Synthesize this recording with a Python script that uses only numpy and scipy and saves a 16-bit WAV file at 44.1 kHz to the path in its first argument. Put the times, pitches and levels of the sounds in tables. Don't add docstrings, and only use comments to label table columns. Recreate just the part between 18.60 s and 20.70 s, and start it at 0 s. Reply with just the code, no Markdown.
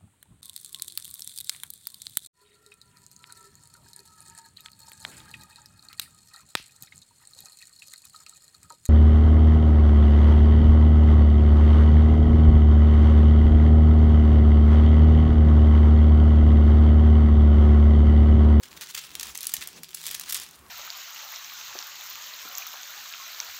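import sys
import numpy as np
from scipy import signal
from scipy.fft import rfft, irfft, next_fast_len
from scipy.io import wavfile
from scipy.ndimage import uniform_filter1d, map_coordinates

SR = 44100
rng = np.random.default_rng(int(sys.argv[2]) if len(sys.argv) > 2 else 0)


def voltage_ratio(level):
    return 10 ** (np.asarray(level, float) / 20)


def file_out(sig):
    cols = np.atleast_2d(sig).T
    lim = np.clip(cols, -1, 1)
    pcm = np.round(lim * 32767).astype(np.int16)
    wavfile.write(sys.argv[1], SR, pcm)


N = 92610


def along(points, hz):
    f, v = np.transpose(points)
    return np.interp(np.log(hz + 1), np.log(f + 1), v)


def unit(x):
    return x / np.sqrt(np.mean(x ** 2) + 1e-20)


def wobble(rate):
    knots = rng.standard_normal(int(N * rate / SR) + 4)
    return map_coordinates(knots, [np.arange(N) * rate / SR])


def coloured(x, points):
    cepstrum = irfft(np.log(voltage_ratio(along(points, np.fft.rfftfreq(4096, 1 / SR)))))
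    cepstrum[1:2048] *= 2
    cepstrum[2049:] = 0
    h = irfft(np.exp(rfft(cepstrum)))
    return signal.fftconvolve(x, h / np.linalg.norm(h))[:N]


def patchy(depth_db):
    z = signal.stft(rng.standard_normal(N), nperseg=256)[2]
    field = uniform_filter1d(rng.standard_normal(z.shape), size=6, axis=0)
    field = uniform_filter1d(field, size=5, axis=1)
    return unit(signal.istft(z * voltage_ratio(depth_db * unit(field)), nperseg=256)[1][:N])


def microphone_hiss():
    return voltage_ratio(-75) * rng.standard_normal(N)


# (frequency [Hz], level [dB per Hz])
HUM_TONE = [(15, -30), (35, -19), (67, 1), (110, -9), (250, -5.5), (600, -13), (1100, -6), (3000, -21)]


def room_hum():
    level_db = -59 + 3.1 * wobble(6.01)
    return voltage_ratio(level_db) * unit(coloured(patchy(1.0), HUM_TONE))


# (frequency [Hz], time to fall by 60 dB [s])
WALL_DECAY = [(500, 0.43), (3000, 0.56), (12000, 0.087)]


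def walls(x, count=7):
    out = np.zeros(N)
    stretch = np.arange(N) * count // N
    for k in range(count):
        hz, t, z = signal.stft(rng.standard_normal(SR // 3), SR, nperseg=256)
        decay = voltage_ratio(-60 * t / along(WALL_DECAY, hz)[:, None])
        tail = signal.istft(z * decay, SR, nperseg=256)[1]
        tail = np.pad(tail / np.linalg.norm(tail), (130, 0))
        out += signal.fftconvolve(x * (stretch == k), tail)[:N]
    return out


# (frequency [Hz], level [dB])
DRAG_TONE = [(80, -24), (150, -2), (260, 0), (600, -6), (1100, -13), (2500, -40)]


def heel_drag():
    middle_s, width_s = 1.185, .045
    stroke = np.exp(-((np.arange(N) / SR - middle_s) / width_s) ** 2)
    return voltage_ratio(-55) * stroke * unit(coloured(patchy(1), DRAG_TONE))


# (frequency [Hz], width [Hz], level [dB])
TABLE_MODES = [(156, 14, -70.5), (376, 14, -73)]


def table_modes():
    out = np.zeros(N)
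    for hz, width_hz, db in TABLE_MODES:
        b, a = signal.iirpeak(hz, hz / width_hz, SR)
        out += voltage_ratio(db) * unit(signal.lfilter(b, a, rng.standard_normal(N)))
    return out


# (time [s], level [dB], pitch [Hz], time to fall by 60 dB [s])
NUDGES = [(.002, -53, 520, .12), (.345, -55, 66, .12), (.64, -51, 68, .16), (.715, -54, 68, .1),
          (.976, -46, 150, .06), (.981, -45, 70, .09), (1.005, -51, 330, .06), (.974, -52, 260, .05),
          (1.165, -54, 250, .08), (1.2, -53, 200, .1), (1.07, -55, 1050, .12), (1.06, -57, 700, .2),
          (.347, -47, 1080, .07), (1.69, -53, 150, .1), (1.79, -53, 75, .12), (2.024, -54, 1110, .2),
          (2.046, -55, 1130, .15)]


def table_nudges():
    out = np.zeros(N + SR)
    t = np.arange(SR // 4) / SR
    for s, db, hz, t60 in NUDGES:
        soft_start = 1 - np.exp(-t / .005)
        swing = voltage_ratio(db - 60 * t / t60) * np.sin(2 * np.pi * hz * t) * soft_start
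        out[round(s * SR):][:len(t)] += swing
    return out[:N]


# (frequency [Hz], level [dB])
FILM_TONE = [(500, -31), (1500, -37), (4000, -7.5), (7000, 0), (12000, -0.5), (16000, -3.5)]
# (frequency [Hz], level [dB])
CANVAS_TONE = [(300, -25), (700, -16), (1150, -8), (3500, -1), (7000, -4.5), (12000, -16.5), (16000, -6.5)]


def sheet(dull, bright):
    return coloured(dull, CANVAS_TONE) + coloured(bright, FILM_TONE)


def crackle(count=900):
    centre_hz, spread_octaves, cycles, roughness, range_db = 6000, .8, 3, .5, 34
    draw = rng.random((count, 2))
    t = np.arange(SR // 200) / SR
    hz = centre_hz * 2 ** (spread_octaves * rng.standard_normal((count, 1)))
    hz = np.clip(hz, 3500, 15000)
    ticks = np.sin(2 * np.pi * hz * t) * np.exp(-t * hz / cycles)
    ticks = ticks * (1 + roughness * rng.standard_normal(ticks.shape))
    ticks = ticks * voltage_ratio(-range_db * np.sqrt(draw[:, 1:]))
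    where = (draw[:, :1] * N).astype(int) + np.arange(len(t))
    return np.bincount(where.ravel(), ticks.ravel(), N + SR)[:N]


# (time [s], rub level [dB], brightness [0-1])
PRESSURE = [(0, -55.5, 0), (.12, -57, 0), (.2, -54, 0.03), (.25, -45, 0), (.41, -49, 0.3), (.54, -55.5, 0),
            (.66, -41.5, 0.1), (.74, -50.5, 0.3), (.85, -46, 0), (1.04, -52, 0.4), (1.17, -54.5, 0),
            (1.34, -49.5, 0.35), (1.5, -41.5, 0.28), (1.67, -48, 0.06), (1.77, -48.5, 0.5),
            (1.871, -51.5, 0.22), (1.97, -59.5, 0), (2.04, -77, 0)]


def hand():
    s, level, bright = np.transpose(PRESSURE)
    t = np.arange(N) / SR
    level, bright = np.interp(t, s, level), np.interp(t, s, bright)
    flutter_db = 4.5 * wobble(39.62)
    gain = voltage_ratio(level - 1.5 + flutter_db)
    dull_rub = gain * np.sqrt(1 - bright) * patchy(3)
    bright_rub = gain * np.sqrt(bright) * patchy(3)
    crackle_db = level.mean() + 2.3 * (level - level.mean()) + 9
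    return sheet(dull_rub, bright_rub) + crackle() * voltage_ratio(crackle_db)


# (time [s], level [dB], brightness [0-1], volley length [ms])
CREASE_SNAPS = [(0.2104, -32.6, 0.42, 2.5), (0.2396, -42.3, 0.77, 2.0), (0.2709, -41.7, 0.0, 2.0),
                (0.34, -45.6, 0.57, 1.5), (0.4683, -44.0, 0.65, 1.5), (0.4915, -44.1, 0.06, 1.5),
                (0.516, -42.8, 0.05, 1.5), (0.5521, -30.0, 0.39, 3.0), (0.5967, -27.8, 0.3, 2.2),
                (0.6027, -52.2, 0.09, 1.5), (0.6567, -37.5, 0.71, 1.5), (0.6692, -36.2, 0.33, 2.0),
                (0.6847, -42.6, 0.68, 1.5), (0.7532, -31.1, 0.24, 2.5), (0.775, -28.2, 1.0, 1.5),
                (0.7875, -36.2, 0.24, 1.5), (0.8073, -31.3, 0.87, 1.5), (0.8144, -34.0, 0.55, 1.5),
                (0.8306, -27.7, 1.0, 2.0), (0.8434, -34.2, 0.87, 1.5), (0.8535, -35.3, 0.55, 2.0),
                (0.8682, -22.0, 1.0, 2.8), (0.9187, -36.7, 0.45, 2.0), (0.9382, -18, 0.95, 1.6),
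                (0.9668, -29.0, 0.61, 2.0), (1.0371, -37.5, 0.55, 1.5),
                (1.0736, -26.5, 0.97, 1.5), (1.087, -40.3, 0.18, 1.5), (1.1301, -44.8, 0.23, 1.5),
              (1.2332, -33.9, 0.76, 3.0), (1.2906, -42.8, 0.42, 1.8), (1.3063, -45.1, 0.68, 1.8),
              (1.3314, -45.6, 0.0, 1.8), (1.3721, -40.9, 0.31, 1.8), (1.4145, -36.7, 0.29, 1.8),
              (1.4298, -40.4, 0.7, 1.8), (1.4391, -34.9, 0.15, 1.8), (1.4904, -33.8, 0.27, 1.8),
              (1.5113, -27.8, 0.67, 1.8), (1.5783, -43.5, 0.56, 1.8), (1.5965, -28.9, 0.88, 1.8),
              (1.6604, -42.3, 0.22, 1.8), (1.6948, -30.5, 0.61, 3.0), (1.699, -26.5, 1.0, 2.0),
              (1.7237, -22.8, 0.88, 2.0), (1.7324, -28.2, 1.0, 1.2), (1.7452, -20.5, 1.0, 1.2),
              (1.7488, -27, 0.7, 1.8), (1.7667, -29.1, 0.59, 2.0), (1.799, -31.8, 0.77, 1.8),
              (1.8188, -39.2, 0.82, 1.5), (1.8336, -36.6, 0.74, 1.5), (1.8887, -44.3, 0.69, 1.5),
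              (1.9105, -45.4, 1.0, 1.5), (1.9433, -51.1, 0.24, 1.5), (1.9909, -50.4, 1.0, 1.5)]
# (time [s], level [dB], brightness [0-1], volley length [ms])
CRUMPLES = [(0.033, -41, 0.25, 6.0), (0.163, -50, 0.1, 16.0), (0.214, -41, 0.05, 16.0),
            (0.26, -45.6, 0.04, 4.0), (0.287, -45.9, 0.07, 6.0), (0.299, -44.3, 0.48, 6.0),
            (0.306, -41.8, 0.3, 7.0), (0.346, -35, 0.3, 4.0), (0.3487, -29.5, 0.15, 4.5),
            (0.3745, -33, 0.1, 9.0), (0.384, -37.5, 0.1, 12.0), (0.608, -34.6, 0.35, 6.0),
            (0.6295, -31.5, 0.49, 6.0), (0.7485, -37, 0.95, 3), (0.8925, -34.5, 0.6, 5.0),
            (0.9405, -28, 0.7, 4.0), (1.0095, -38, 0.4, 3.0), (1.022, -35, 0.08, 7.0),
            (1.345, -30.3, 0.93, 5.0), (1.453, -40, 0.5, 10), (1.4657, -26.5, 0.87, 2.6),
            (1.479, -34.8, 0.28, 7.0), (1.5445, -31, 0.55, 2.5), (1.6105, -35.5, 0.19, 4.0),
            (1.689, -39, 0.3, 8.0), (1.7055, -32.5, 0.5, 6.0), (1.727, -31, 0.5, 4.0),
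            (1.753, -33, 0.4, 11.0)]
# (time [s], level [dB], brightness [0-1], volley length [ms])
TICKS = [(.0285, -48, .3, 3), (.0421, -44, .1, 2), (.053, -49, 0, 9), (.0802, -53, 0, 1.5),
         (.0848, -50, .2, 3), (.1096, -52, 0, 3), (.114, -48, 0, 6), (.129, -46, .15, 2.4),
         (.1374, -51, 0, 3), (.1715, -43, 0, 6), (.222, -41, .1, 5), (.2349, -40, 0, 2.6),
         (.3645, -36, 0, 2.5), (.4154, -43, .2, 2.5), (.4374, -43, 0, 2.4), (.4437, -45, .05, 7),
         (.5047, -45, 0, 3.4), (.5374, -50, .2, 3), (.5434, -47, .15, 2), (.7616, -43, .4, 3),
         (.8378, -38, .5, 1.9), (.9539, -37, .4, 2.9), (1.0135, -38, .05, 7), (1.0591, -46, .2, 1.7),
         (1.1859, -51, 0, 1.5), (1.2441, -41, .15, 1.7), (1.2857, -47, .6, 2.7), (1.3133, -49, .2, 3),
         (1.4091, -46, .4, 2.5), (1.4711, -31, .7, 2.3), (1.5328, -38, .4, 2.6), (1.5478, -29, .5, 2.6),
         (1.6174, -37, .3, 2), (1.6345, -41, .2, 6), (1.6819, -41, .1, 4), (1.771, -36, .3, 9),
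         (1.785, -41, .1, 6), (1.8153, -40, .45, 1.5), (1.84, -44, .9, 1.5), (1.8636, -43, 0, 2),
         (1.9324, -53, 0, 2), (1.9504, -52, .8, 2), (1.956, -50, .7, 2.5), (1.9615, -53, .4, 2),
         (2.012, -57, 0, 1.8), (2.0577, -60, .5, 2), (2.0639, -55, .1, 2), (2.0834, -55, .9, 2),
         (2.0909, -56, .25, 2.5), (2.0975, -56, .6, 2)]


def snaps():
    cracks_per_ms, crack_ms, scatter_db, rise_share = 5, .3, 3, .2
    smooth_from_ms = 2.5
    settle_db, settle_ms, settle_duller = -11, 7, .5
    out = np.zeros((2, N + SR))
    t_ms = np.arange(SR // 20) * 1000 / SR
    for s, db, bright, length_ms in [*CREASE_SNAPS, *CRUMPLES, *TICKS]:
        draw = rng.standard_normal((96, 2))
        noise = np.tanh(rng.standard_normal((2, len(t_ms))))

        starts = (np.cumsum(draw[:, 0] ** 2) - draw[0, 0] ** 2) / cracks_per_ms
        u = starts / length_ms
        swell = np.minimum(1, .5 + u / rise_share / 2) * np.exp(-u ** 2)
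        sizes = voltage_ratio(scatter_db * draw[:, 1]) * swell

        age = t_ms - starts[:, None]
        decay_ms = crack_ms * max(1, length_ms / smooth_from_ms)
        power = sizes[:, None] ** 2 * np.exp(-2 * np.abs(age) / decay_ms) * (age >= 0)
        volley = np.sqrt(power.sum(axis=0))
        early = t_ms < 1.2 * length_ms
        volley = volley / np.sqrt(np.mean(volley[early] ** 2))

        shiver = voltage_ratio(settle_db) * np.exp(-t_ms / settle_ms) * (1 - np.exp(-t_ms))
        dulled = bright * settle_duller
        both = volley * np.sqrt([[1 - bright], [bright]])
        both = both + shiver * np.sqrt([[1 - dulled], [dulled]])
        both = both * noise
        both = both / np.sqrt(np.mean(both[:, early] ** 2) * 2)
        out[:, round(s * SR):][:, :len(t_ms)] += voltage_ratio(db + 1) * both
    return sheet(out[0, :N], out[1, :N])


def scene():
    crisp = snaps()
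    room = room_hum() + microphone_hiss() + voltage_ratio(-10) * walls(crisp)
    rubbing = hand()
    table = heel_drag() + table_modes() + table_nudges()
    return (room + table + rubbing + crisp)[None]


def roll_off(x):
    return signal.sosfilt(signal.butter(12, 16960, fs=SR, output="sos"), x)


def record(dry):
    top_hz, leak_db = 15880, -40
    m = next_fast_len(N + 8192)
    edge = voltage_ratio(leak_db) + 1 / (1 + (np.fft.rfftfreq(m, 1 / SR) / top_hz) ** 300)
    mix = irfft(rfft(dry, m) * edge, m)[:, :N]
    return roll_off(mix)


dry = scene()
out = record(dry)
file_out(out)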